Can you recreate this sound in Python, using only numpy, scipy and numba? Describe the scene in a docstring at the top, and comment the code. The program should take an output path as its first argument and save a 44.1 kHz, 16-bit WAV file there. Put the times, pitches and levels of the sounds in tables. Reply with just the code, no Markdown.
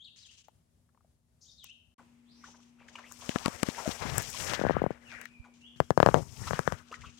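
"""Birds whistle over a rustling wood; after a short silence near 2 s, pigs root and smack behind a fence.
Smacks are saliva crackle through a gliding mouth resonance; rustles are granular noise; birds, swept sines.
The camera is picked up: friction noise rubs its left side, and stick-slip pulses creak in the grip.
Taps, bumps and a squeak are short decaying bursts. A humming motor, faint at first, and coloured noise
form the background."""
import sys
import numpy as np
from scipy import signal
from scipy.fft import rfft, irfft, next_fast_len
from scipy.io import wavfile
from scipy.ndimage import uniform_filter1d
from numba import njit

SR = 44100
rng = np.random.default_rng(int(sys.argv[2]) if len(sys.argv) > 2 else 0)


def file_out(sig):
    """Save sig as 16-bit WAV at sys.argv[1]."""
    # one column per channel
    cols = np.atleast_2d(sig).T
    # limit, then scale
    lim = np.clip(cols, -1, 1)
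    pcm = np.round(lim * 32767).astype(np.int16)
    wavfile.write(sys.argv[1], SR, pcm)


N = 317079
TIME = np.arange(N) / SR
# the silence between the first place and the pen
PAUSE_START_S, PAUSE_END_S = 1.943, 1.981


def undb(db):
    """Decibel law: level to amplitude gain."""
    return 10 ** (np.asarray(db) / 20)


def unit(x):
    """Power normalisation: scale to rms 1."""
    return x / np.sqrt(np.mean(x ** 2) + 1e-20)


def curves(table):
    """Piecewise-linear envelopes: the dB columns of a table through time, at -150 dB outside it."""
    s, *columns = np.transpose(table)
    return [np.interp(TIME, s, column, left=-150, right=-150) for column in columns]


def colour(x, points):
    """Linear filtering: weight the spectrum by a curve in dB, straight over log frequency."""
    hz, db = np.transpose(points)
    size = next_fast_len(len(x))
    f = np.arange(size // 2 + 1) * SR / size
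    gain = undb(np.interp(np.log(f + 1), np.log(hz), db))
    return irfft(rfft(x, size) * gain, size)[:len(x)]


def walk(rate):
    """Band-limited chance: random knots at a rate [Hz], spread near 1; the 4096th knot is held."""
    knots = rng.standard_normal(4096)
    return 1.615 * np.interp(TIME * rate, np.arange(len(knots)), knots)


def grains(rate, spread_db):
    """Shot noise: tiny clicks of very unequal size, at a mean rate [Hz], over smooth noise."""
    size_db = spread_db * np.minimum(rng.exponential(size=N), 5)
    clicks = (rng.random(N) < rate / SR) * rng.standard_normal(N) * undb(size_db)
    return unit(unit(clicks) + 1.76 * rng.standard_normal(N))


def add(track, start_s, sound):
    """Superposition: mix a short sound into a track."""
    i = max(int(start_s * SR), 0)
    track[i:i + len(sound)] += sound[:max(N - i, 0)]


def ports(left, right, right_db):
    """Level difference between two microphone ports, the right one weaker."""
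    return np.array([left, right * undb(right_db)])


def trees(x, t60_s, wet_db, right_db):
    """Multiple scattering: direct sound plus sparse decaying echoes, unrelated at the two ports."""
    t = TIME[:SR]
    echoes = rng.standard_normal((2, SR)) * (rng.random((2, SR)) < .1)
    tails = echoes * (t > .004) * undb(-60 * t / t60_s)
    left, right = (x + undb(wet_db) * signal.fftconvolve(x, unit(tail) / np.sqrt(SR))[:N] for tail in tails)
    return ports(left, right, right_db)


@njit
def resonance(x, hz, width):
    """Damped resonance: a state-variable band-pass with a moving centre and a width in Hz."""
    y, band, low = np.empty(len(x)), 0., 0.
    for i in range(len(x)):
        g, k = np.tan(np.pi * hz[i] / SR), width / hz[i]
        v = (band + g * (x[i] - low)) / (1 + g * (g + k))
        band, low, y[i] = 2 * v - band, low + 2 * g * v, k * v
    return y


# wet smacks of the mouths:
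# (centre time [s], level [dB], starting mouth pitch [Hz], glide per length [octaves], length [s])
MOUTH_SMACKS = [(1.995, -56.5, 1090, -0.24, 0.031), (2.444, -47, 1180, 0.53, 0.02),
                (2.487, -53, 1150, -0.59, 0.018), (2.548, -54.5, 1040, -0.35, 0.012),
                (2.814, -61.5, 2500, -.1, 0.07), (2.886, -45.5, 2340, -0.47, 0.0045),
                (2.957, -44.5, 1025, 0.0075, 0.011), (2.958, -40, 2700, -0.14, 0.011),
                (2.989, -43, 1330, -0.31, 0.015), (3.046, -51.5, 1750, 0.47, 0.032),
                (3.067, -58, 2890, -0.082, 0.037), (3.113, -47, 1100, -0.058, 0.0077),
                (3.225, -47, 1200, -0.64, 0.016), (3.312, -43, 1900, -0.12, 0.01),
                (3.363, -44, 970, -0.46, 0.023), (3.46, -34, 1140, -0.18, 0.026),
                (3.748, -44.5, 2030, -0.18, .012), (3.785, -38, 764, 0.6, 0.032),
                (3.863, -44.5, 1360, 0.22, 0.019), (4.346, -42.5, 930, 0.12, 0.019),
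                (4.783, -43.5, 1300, -0.095, 0.019), (4.911, -48.5, 1400, 0.25, 0.017),
                (5.128, -45.5, 1480, -0.11, 0.025), (5.454, -54.5, 1720, -1.15, 0.032),
                (6.051, -44, 1350, -.5, .014), (6.151, -45, 1600, 0.3, .016),
                (6.44, -47, 1600, 0.18, 0.015), (6.476, -33.5, 1105, 0.00024, 0.017),
                (6.547, -40.5, 3070, 0, 0.0049), (6.567, -44, 1240, 0.37, 0.023),
                (6.916, -45, 400, -0.035, 0.0092), (6.917, -45, 2700, 0.043, 0.0047),
                (6.926, -37, 1080, 0.26, 0.013), (6.956, -47, 1810, 0.066, 0.01),
                (7.019, -47, 2000, 0.11, 0.0084), (7.045, -44.5, 1160, 0.19, 0.024),
                (7.065, -51.5, 2830, -0.13, 0.047)]
# spectrum of crackling crumbs and spit: (frequency [Hz], relative level [dB])
CRUMB_SPECTRUM = [(700, -16.5), (2000, -5), (3000, 6.5), (4300, 0.5), (6500, 6), (9000, -8), (12000, -31),
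                  (17000, -19)]
# the mouth resonance is a share of its pitch wide, and broader in a brief smack
MOUTH_WIDTH_SHARE, SMACK_BROADENING = 0.18, 0.83


def pigs(spit_db=-17, broad_db=-12, chew_db=-64, chew_s=0.059):
    """Cavity resonance: saliva crackle rings the mouth, whose pitch slides as the jaw opens or shuts."""
    out, crackle = np.zeros(N), grains(1500, 4)
    spit = unit(colour(grains(900, 3.5), CRUMB_SPECTRUM))
    for s, db, start_hz, glide_octaves, length_s in MOUTH_SMACKS:
        start_s = s - 0.48 * length_s
        part = slice(int(start_s * SR), int((start_s + 3 * length_s) * SR))
        age = (TIME[part] - start_s) / length_s
        hz = start_hz * 2 ** (glide_octaves * np.minimum(age, 1.3))
        width_hz = MOUTH_WIDTH_SHARE * start_hz + SMACK_BROADENING / length_s
        swell = (age / 0.5) ** 2 * np.exp(2 - 2 * age / 0.47)
        cavity = resonance(resonance(crackle[part], hz, 1. 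* width_hz), hz, 2. * width_hz)
        broad = resonance(crackle[part], hz, 2. * width_hz)
        smack = swell * (unit(cavity) + undb(broad_db) * unit(broad) + undb(spit_db) * spit[part])
        add(out, start_s, undb(db) * unit(smack) * np.sqrt(np.mean(swell ** 2)))
    # the snouts squelch softly in the mud around each smack, longer after it than before
    mouth_hz = 1000 * 2 ** (.5 * np.clip(walk(70), -2, 2))
    squelch = resonance(resonance(crackle, mouth_hz, 450.), mouth_hz, 700.)
    squelch = squelch * undb(5 * np.clip(walk(35), -2, 1))
    distances_s = [np.maximum(TIME - row[0], 3 * (row[0] - TIME)) for row in MOUTH_SMACKS]
    nearness = np.exp(-np.min(distances_s, axis=0) / chew_s)
    out += unit(squelch) * undb(chew_db) * nearness * (TIME > PAUSE_END_S)
    return trees(out, t60_s=.25, wet_db=-9, right_db=-4.5)


# rustles and hisses, leafy or buzzy before the pause, crumbly soil by the pen:
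# (start time [s], hold [s], level [dB])
RUSTLES = [(0.16, 0.22, -59), (1.633, .01, -58.5), (2.44, 0.065, -59), (2.604, 0.01, -67.5),
           (2.79, 0.05, -83), (2.88, 0.011, -60), (2.962, 0.027, -70), (3.208, 0.11, -49.5),
           (3.552, .03, -57), (3.736, 0.04, -54), (4.222, 0.024, -53), (4.403, 0.027, -63),
           (5.077, 0.14, -74), (5.538, 0.041, -67), (6.49, 0.073, -59), (6.873, 0.017, -64),
           (6.927, 0.034, -59.5), (7.009, 0.13, -60.5)]
RUSTLE_ATTACK_S, RUSTLE_T60_S = 0.00097, 0.36


def rustles(gain_db=0.5):
    """Granular noise: dense irregular grains start sharply, hold briefly and decay exponentially."""
    envelope = np.zeros(N)
    for s, hold_s, db in RUSTLES:
        attack = np.clip((TIME - s) / RUSTLE_ATTACK_S, 0, 1)
        envelope += attack * undb(db - 60 * np.maximum(TIME - s - hold_s, 0) / RUSTLE_T60_S)
    level = envelope * undb(2.85 * walk(60) + gain_db)
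    left, right = (unit(colour(grains(1500, 2.1), CRUMB_SPECTRUM)) * level for _ in range(2))
    return ports(left, right, right_db=-7.0)


# stick-slip knocks of the case:
# (time [s], level [dB], contact frequency [Hz], tick level relative to the knock [dB])
CASE_SLIPS = [(3.294, -21.5, 337, 15.5), (3.36, -18, 380, 2), (3.4604, -18, 381, 17),
              (3.4821, -19, 520.2, 7), (3.6322, -15.5, 477.6, 16), (3.6882, -20, 296, 8.5),
              (3.878, -20, 352, 6.5), (3.892, -25, 307, 7), (4.056, -28, 130, -8), (4.216, -41, 109, 0),
              (4.4995, -32.5, 145, 20), (4.5172, -25, 1900, -5), (4.536, -18.5, 696, 10.5),
              (4.5947, -19.5, 437, -22), (4.6153, -15, 407, -18), (4.6391, -15, 430, -25),
              (4.6511, -11.5, 500, -26), (4.6671, -12.5, 556, -24), (4.6971, -8.5, 556, -23),
              (4.7087, -11.5, 500, -26), (4.7678, -11, 520, -26), (4.8193, -11.5, 413, -31),
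              (4.8406, -12, 472, -29), (4.8643, -13, 490, -30), (4.9071, -18, 424, -16),
              (5.8029, -4, 658, -5.5), (5.9064, -5, 603, -7), (5.9767, -2.5, 655, -9),
              (6.0023, -1.5, 740, -10), (6.0297, 0, 754.8, -23), (6.0626, 0, 730, -8),
              (6.0732, -8.5, 674, -16), (6.0885, -4, 664, -13), (6.1436, 0, 716, -8),
              (6.5092, -13.5, 900, -23), (6.5334, -13.5, 900, -22), (6.5925, -9, 960, -2),
              (6.677, -6.5, 938, -5), (6.7234, -15.5, 875, 0)]
# each hold of the hand colours its slips; thump level is relative to a slip of NOMINAL_DB:
# (from time [s], thump level [dB], thump pitch [Hz], time to fall 60 dB [s], start relative to the jerk [s])
HAND_GRIPS = [(3.2, -8, 222, 0.015, -0.0026), (4.4, -27, 149, .018, .002),
              (4.56, -15.5, 152, .018, 0.00084), (5.7, -11, 138, 0.019, .0017),
              (6.148, -13.5, 150, 0.017, .0038), (6.4, -16.5, 148, 0.023, 0.0019)]
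# ringing of the case after a slip: (nominal frequency [Hz], t60 [s], relative level [dB])
CASE_RINGING = [(534, 0.013, -2.5), (1100, 0.051, -35), (1620, 0.016, -12)]
# spectrum of the contact letting go: (frequency [Hz], relative level [dB])
TICK_SPECTRUM = [(500, -14), (1500, 3.5), (3000, 1), (4500, -3), (6800, -4.5), (9500, -11), (14000, -21.5),
                 (17000, -30)]
# spectrum of the scuff after a slip: (frequency [Hz], relative level [dB])
SCUFF_SPECTRUM = [(120, 3), (350, 2), (900, -6), (1700, -9), (3000, -30), (8000, -37.5)]
# the thump loses this much, relative to the knock, per dB of a harder slip
NOMINAL_DB, THUMP_LAG_DB_PER_DB = -5, 1


def creaks(crackle=0.34, tick_lead_cycles=0.32, thump_gain_db=-0.5, push_db=-1, ring_db=-4,
           scuff_db=-25, scuff_t60_s=0.08, leak_hz=55):
    """Stick-slip: the contact ticks free, jerks the case back and forth once, rings it and scuffs."""
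    out, lead_s, tick_t60_s = np.zeros(N), .005, .005
    t = TIME[:4096] - lead_s
    after = np.maximum(t, 0)
    for s, db, contact_hz, tick_db in CASE_SLIPS + stutter():
        grip = [row for row in HAND_GRIPS if row[0] <= s][-1]
        _, thump_db, thump_hz, thump_length_s, thump_lag_s = grip
        force_db = np.clip(db - NOMINAL_DB, -8, 15)
        u = 2 * np.pi * contact_hz * t
        jerk = undb(push_db) * u * np.exp((1 - u ** 2) / 2)
        detune = 1 + .06 * rng.standard_normal(len(CASE_RINGING))
        ring = np.zeros(len(t))
        for (hz, t60_s, mode_db), shift in zip(CASE_RINGING, detune):
            mode = undb(mode_db - 60 * after / t60_s) * np.sin(2 * np.pi * hz * shift * after)
            # a soft contact hardly reaches the higher modes
            ring += mode / np.hypot(1, (hz / (2 * contact_hz)) ** 4)
        thump_db = thump_db + thump_gain_db - THUMP_LAG_DB_PER_DB * force_db
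        recoil = np.maximum(t - thump_lag_s, 0)
        # the hand smothers the recoil within a few swings
        thump_fade = undb(thump_db - 60 * (recoil / thump_length_s) ** 2)
        thump = -thump_fade * np.sin(2 * np.pi * thump_hz * recoil)
        released = t + tick_lead_cycles / contact_hz
        snap = crackle * rng.standard_normal(len(t)) * (released > 0)
        snap = snap * undb(-60 * np.abs(released) / tick_t60_s)
        snap[np.argmax(released > 0)] -= 1
        tick = unit(colour(snap, TICK_SPECTRUM)) / np.sqrt(len(t)) * undb(tick_db)
        scuff = unit(colour(rng.standard_normal(len(t)), SCUFF_SPECTRUM))
        scuff = scuff * (t > 0) * undb(scuff_db - 60 * after / scuff_t60_s)
        add(out, s - lead_s, undb(db) * (jerk + undb(ring_db) * ring + thump + tick + scuff))
    out = signal.sosfilt(signal.butter(2, leak_hz, "high", fs=SR, output="sos"), out)
    return ports(out, out, right_db=-69)


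# one of the hardest creaks runs out in a quick, fading stutter
STUTTER_S, STUTTER_GAP_S, STUTTER_DB, STUTTER_FALL_DB_PER_S = 6.1512, 0.0063, -12, 308


def stutter(count=10, contact_hz=600, soften_hz_per_s=3800, tick_db=-14):
    """Decaying relaxation oscillation: slightly uneven slips that soften and die, in CASE_SLIPS columns."""
    late, loud = rng.standard_normal((count, 2)).T
    delays = STUTTER_GAP_S * (np.arange(count) + .17 * late)
    slips = []
    for d, chance in zip(delays, loud):
        db = STUTTER_DB - STUTTER_FALL_DB_PER_S * d + 2 * chance
        slips.append((STUTTER_S + d, db, max(contact_hz - soften_hz_per_s * d, 200), tick_db))
    return slips


# fingers sliding on the case as it is lifted:
# (time [s], rumble level [dB], scrape level [dB], hiss level [dB])
LIFT_HANDLING = [(2.75, -68, -76, -95), (3.02, -72, -53, -72), (3.12, -59, -61.5, -52.5),
                 (3.25, -62, -52, -51.5), (3.41, -52, -41, -47), (3.56, -59, -48.5, -50.5),
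                 (3.76, -59, -41, -45), (3.82, -65, -40.5, -45.5), (3.92, -44.5, -39, -42),
                 (3.99, -62, -46.5, -47), (4.02, -39, -33.5, -47.5), (4.12, -34, -38.5, -45.5),
                 (4.2, -37, -37, -40), (4.31, -50.5, -49.5, -41), (4.45, -47, -39.5, -38),
                 (4.53, -42, -33.5, -43), (4.58, -49, -38, -52), (4.68, -39, -36, -62),
                 (4.79, -38, -39, -77), (4.99, -70, -62, -76), (5.07, -65, -57, -65), (5.15, -62, -45, -64),
                 (5.24, -65, -50.5, -62.5), (5.34, -68, -70, -86)]
# fingers gripping the case anew: (time [s], rumble level [dB], scrape level [dB], hiss level [dB])
REGRIP_HANDLING = [(5.761, -58, -66, -66.5), (5.952, -52.5, -70, -62), (6.05, -43.5, -40.5, -53),
                   (6.21, -37.5, -51, -51.5), (6.3, -47.5, -61.5, -54.5), (6.48, -35.5, -43, -43.5),
                   (6.56, -44, -38, -48), (6.64, -58, -50, -54), (6.728, -44, -43.5, -54.5),
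                   (6.85, -65, -62, -71), (7.1, -50, -65, -87), (7.18, -70, -70, -80)]
# air gap under the sliding finger: (time [s], mean pitch [Hz], ring relative to the plain scrape [dB])
FINGER_GAP = [(3.1, 1110, -6), (3.42, 920, 4), (3.56, 1490, -11), (3.76, 705, -4.5), (4.05, 890, -0.5),
              (4.3, 1030, -17.5), (4.47, 1550, -11), (4.56, 1390, 3), (4.65, 1610, 4), (4.77, 1530, 3),
              (4.88, 1760, -3.5), (5.2, 1770, 7.5), (6.05, 1270, 5.5), (6.3, 800, 5), (6.5, 1210, 5),
              (6.621, 1310, 4.5), (6.8, 1330, 6)]
# spectrum of the friction shudder: (frequency [Hz], relative level [dB])
RUMBLE_SPECTRUM = [(18, -28), (40, 0), (70, 7), (140, 5), (250, -10.5), (450, -11), (1000, -48.5)]
# spectrum of the plain scrape: (frequency [Hz], relative level [dB])
SCRAPE_SPECTRUM = [(150, -6), (280, -2.5), (550, 6.5), (1000, 1), (1700, 2.5), (2300, -0.5), (3200, -8),
                   (8000, -59)]
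# spectrum of the dry rasp: (frequency [Hz], relative level [dB])
RASP_SPECTRUM = [(1200, -21.5), (2200, -3), (3100, -1.5), (4500, -5.5), (6000, -5.5), (10000, -28.5)]
# spectrum of the fine hiss: (frequency [Hz], relative level [dB])
HISS_SPECTRUM = [(1200, -36), (2700, -29.5), (4500, -7.5), (5300, 2), (6600, 0.5), (8000, -1), (10000, -9),
                 (14500, -14.5), (17000, -26.5)]


def fingers(gap_width_hz=560, scrape_gain_db=-0.54, rasp_gain_db=-5.5):
    """Sliding friction: skin on the left of the case gives a shudder, hollow scrape, rasp and hiss."""
    handling = [curves(table) for table in (LIFT_HANDLING, REGRIP_HANDLING)]
    rumble_db, scrape_db, hiss_db = np.max(handling, axis=0)
    catch = walk(45)
    rumble = unit(colour(rng.standard_normal(N), RUMBLE_SPECTRUM)) * undb(rumble_db + 2.8 * catch)
    # the air gap under the finger rings on and off, and its pitch slides and trembles as the grip shifts
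    s, pitch_hz, ring_db = np.transpose(FINGER_GAP)
    gap_hz = np.interp(TIME, s, pitch_hz) * 2 ** (.13 * np.clip(walk(110), -2, 2))
    gap = resonance(grains(650, 4.2), gap_hz, 1. * gap_width_hz)
    gap = resonance(gap, gap_hz, 1.06 * gap_width_hz)
    ringing = undb(np.interp(TIME, s, ring_db) + 2.5 * walk(35))
    plain = unit(colour(grains(700, 2.2), SCRAPE_SPECTRUM))
    hollow = (plain + ringing * unit(gap)) / np.hypot(1, ringing)
    scrape = hollow * undb(scrape_db + 2 * catch + scrape_gain_db)
    # the skin's ridges rasp most where it both scrapes and hisses
    rasp_db = (scrape_db + hiss_db) / 2 + 4 * walk(70) + rasp_gain_db
    rasp = unit(colour(grains(400, 4.2), RASP_SPECTRUM)) * undb(rasp_db)
    hiss = unit(colour(grains(1000, 2.0), HISS_SPECTRUM)) * undb(hiss_db + 1.04 * catch)
    rub = rumble + scrape + rasp + hiss
    return ports(rub, rub, right_db=-39.5)


# light dry taps and snaps: (time [s], knock level [dB], knock pitch [Hz],
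# sharp click level [dB], right port relative to left [dB])
DRY_TAPS = [(0.4832, -51, 800, -64, -14), (0.89, -73, 1300, -86, -10), (0.947, -68.5, 840, -88, -10),
            (0.9746, -65.5, 955, -91, -8), (1.007, -68, 1050, -86, -9), (1.045, -65, 620, -90, -7),
            (1.6428, -61, 1080, -39.5, -13), (3.122, -56, 1500, -39, -27), (3.359, -28.5, 1410, -59, -30),
            (3.459, -27, 1110, -53, -33), (3.633, -31, 1000, -45, -32), (4.156, -39, 1590, -40, -28),
            (4.181, -31, 1550, -18.5, -34.5), (4.207, -45, 2200, -46.5, -25.5),
            (4.222, -49, 1500, -37, -5.5), (4.302, -52, 1800, -36, -26), (4.83, -49, 1910, -59, -30),
            (5.214, -42.5, 1630, -43, -27), (5.255, -38, 1830, -48, -29), (6.941, -39.5, 1830, -79, -24)]
# spectrum of the sharp click: (frequency [Hz], relative level [dB])
CLICK_SPECTRUM = [(1000, -11), (3000, -13), (5000, -10.5), (7000, 1.5), (9500, -11), (12000, -6.5),
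                  (15000, -8.5), (17000, 3)]


def taps(knock_t60_s=0.023, click_t60_s=0.0076, sharpness=3):
    """Impact: a hard contact clicks, and the small thing that is struck answers with a hollow knock."""
    out, t = np.zeros((2, N)), TIME[:2048]
    # the table's levels are those of the whole energy spread over 10 ms
    age, share = t - .004, np.sqrt(.01 / t[-1])
    for s, knock_db, hz, click_db, right_db in DRY_TAPS:
        blow, snap = (rng.standard_normal(len(t)) * (age > 0) * undb(-60 * np.abs(age) / t60_s)
                      for t60_s in (knock_t60_s, click_t60_s))
        centre, width = np.full(len(t), 1. * hz), 1. * hz / sharpness
        knock = resonance(resonance(blow, centre, width), centre, 3 * width)
        click = unit(colour(snap, CLICK_SPECTRUM))
        tap = share * (undb(knock_db) * unit(knock) + undb(click_db) * click)
        add(out[0], s + age[0], tap)
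        add(out[1], s + age[0], tap * undb(right_db))
    return out


# soft bumps on the right side of the case: (time [s], peak level [dB], frequency [Hz])
CASE_BUMPS = [(3.463, -35, 80), (4.79, -31, 116), (5.402, -33, 56)]


def bumps(cycles=0.31):
    """Pressure pulse: a fingertip presses the case by the right port in one slow swing."""
    out = np.zeros(N)
    for s, db, hz in CASE_BUMPS:
        swing = np.cos(2 * np.pi * hz * (TIME - s))
        out += undb(db) * swing * np.exp(-((TIME - s) * hz / cycles) ** 2)
    return np.array([out * undb(-30), out])


def squeak(s=3.864, hz=640, rise_hz_per_s=3000, length_s=0.0062, db=-26):
    """Linear chirp: one short, hollow, rising squeak under a bell-shaped envelope."""
    age = TIME - s
    phase = 2 * np.pi * (hz + rise_hz_per_s * age / 2) * age
    tone = undb(db) * np.exp(-(age / length_s) ** 2) * np.sin(phase)
    return trees(tone, t60_s=0.23, wet_db=-12.5, right_db=-8.0)


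# bird notes, each one slur:
# (start time [s], length [s], start pitch [Hz], end pitch [Hz], relative level at the high end [dB])
BIRD_NOTES = [(-.01, 0.048, 3010, 3820, -47), (.04, 0.057, 4500, 2590, -46),
              (0.164, 0.045, 3940, 5700, -48.5), (0.209, 0.068, 5400, 2790, -52.5),
              (0.283, 0.031, 2520, 3470, -48.5), (1.406, 0.14, 6200, 5000, -56),
              (1.457, 0.024, 2950, 4300, -55.5), (1.475, 0.039, 3950, 3610, -49.5),
              (1.576, 0.11, 4430, 2440, -49.5), (1.685, 0.039, 2574, 3330, -42.5),
              (2.251, 0.072, 3150, 5380, -61.5), (2.333, 0.15, 5580, 5880, -60.5),
              (4.632, 0.14, 2595, 3270, -61), (5.04, 0.094, 3150, 2203, -51), (5.29, .15, 2600, 2297, -60),
              (5.599, .075, 2700, 3710, -51.5)]
NOTE_EDGE_S = 0.011
# a slur is steep at its high end, and flattens and weakens at its low end; a faint octave rides on it
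NOTE_BEND, LOW_END_DB, OCTAVE_DB = 1.3, -6.5, -24.5


def birds(gain_db=-1, far_db=-15, near_t60_s=0.52):
    """Frequency modulation: slurred whistles from the canopy, spread by scattering among the trees."""
    # the burr roughens the notes until its last knot at 2.7 s; later it is a fixed offset of pitch
    burr = np.where(TIME < PAUSE_START_S, .012, .045) * walk(1500)
    out, flutter = np.zeros(N), undb(2 * walk(120))
    for s, length_s, start_hz, end_hz, db in BIRD_NOTES:
        part = slice(max(int(s * SR), 0), int((s + length_s) * SR))
        age = TIME[part] - s
        edge = np.clip(np.minimum(age, length_s - age) / NOTE_EDGE_S, 0, 1)
        low_hz, high_hz = sorted((start_hz, end_hz))
        height = np.clip(age / length_s if end_hz > start_hz else 1 - age / length_s, 0, 1)
        pitch = low_hz * (high_hz / low_hz) ** (height ** NOTE_BEND)
        # the highest notes before the pause break into a buzz
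        most_burr = 8 if s < PAUSE_START_S else 1
        pitch = pitch * (1 + burr[part] * np.minimum((pitch / 3200) ** 4, most_burr))
        phase = 2 * np.pi * np.cumsum(pitch) / SR
        whistle = np.sin(phase) + undb(OCTAVE_DB) * np.sin(2 * phase)
        add(out, s, edge * flutter[part] * undb(db + gain_db + LOW_END_DB * (1 - height)) * whistle)
    near = trees(out * (TIME < PAUSE_START_S), t60_s=near_t60_s, wet_db=0, right_db=-7)
    # in the far calls the scattered sound outweighs the direct
    far = trees(out * (TIME > PAUSE_END_S), t60_s=.7, wet_db=20, right_db=-3)
    return near + undb(far_db) * far


def motor(hz=240, db=-57):
    """Tonal hum: a mains motor as one sine whose pitch and level waver slightly."""
    phase = 2 * np.pi * np.cumsum(hz + .5 * walk(3.7)) / SR
    hum = undb(db + 1.8 * walk(1.7)) * np.sin(phase)
    return ports(hum, hum, right_db=-6.5)


# still air of the wood: (frequency [Hz], relative level [dB])
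WOOD_SPECTRUM = [(20, -56), (60, 7.5), (130, 4.5), (250, -5.5), (400, -13.5), (1000, -25.5), (2500, -32),
                 (6000, -30.5), (10000, -30), (16000, -42)]
# air by the pen: (frequency [Hz], relative level [dB])
PEN_SPECTRUM = [(20, -17), (70, 3.5), (180, 1), (330, -3.5), (600, -17.5), (950, -17), (1500, -21.5),
                (2600, -18), (4000, -27), (8000, -27), (16000, -42.5)]


def air(points, db, right_db):
    """Spatial coherence: background noise with its bass largely shared by both ports, its treble less."""
    shared = colour(rng.standard_normal(N), [(20, 3.0), (280, -1.5), (700, -4.5)])
    sides = []
    for _ in range(2):
        own = colour(rng.standard_normal(N), [(20, -2.0), (280, -6.0), (600, 6.5)])
        sides.append(unit(colour(shared + own, points)))
    sway_db = 1.3 * walk(9)
    return ports(*sides, right_db) * undb(db + sway_db)


def scene():
    """Superposition of sources: the wood first, with the motor far off, then the pen."""
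    wood = air(WOOD_SPECTRUM, db=-69, right_db=-4) + motor(db=-74.5)
    pen = air(PEN_SPECTRUM, db=-66, right_db=-4) + motor()
    background = wood * (TIME < PAUSE_START_S) + pen * (TIME > PAUSE_END_S)
    handling = creaks() + fingers() + taps() + bumps()
    return pigs() + rustles() + handling + squeak() + birds() + background


TOP_HZ = 16300


def record(dry):
    """Band limiting: silence the pause with soft edges, cut the deepest bass, clip, and cut the top."""
    running = uniform_filter1d(1. * ((TIME < PAUSE_START_S) | (TIME > PAUSE_END_S)), size=128)
    sound = signal.sosfilt(signal.butter(2, 36, "high", fs=SR, output="sos"), dry * running)
    low_pass = signal.ellip(8, .2, 70, TOP_HZ, fs=SR, output="sos")
    return signal.sosfilt(low_pass, np.clip(sound, -1, 1))


dry = scene()
out = record(dry)
file_out(out)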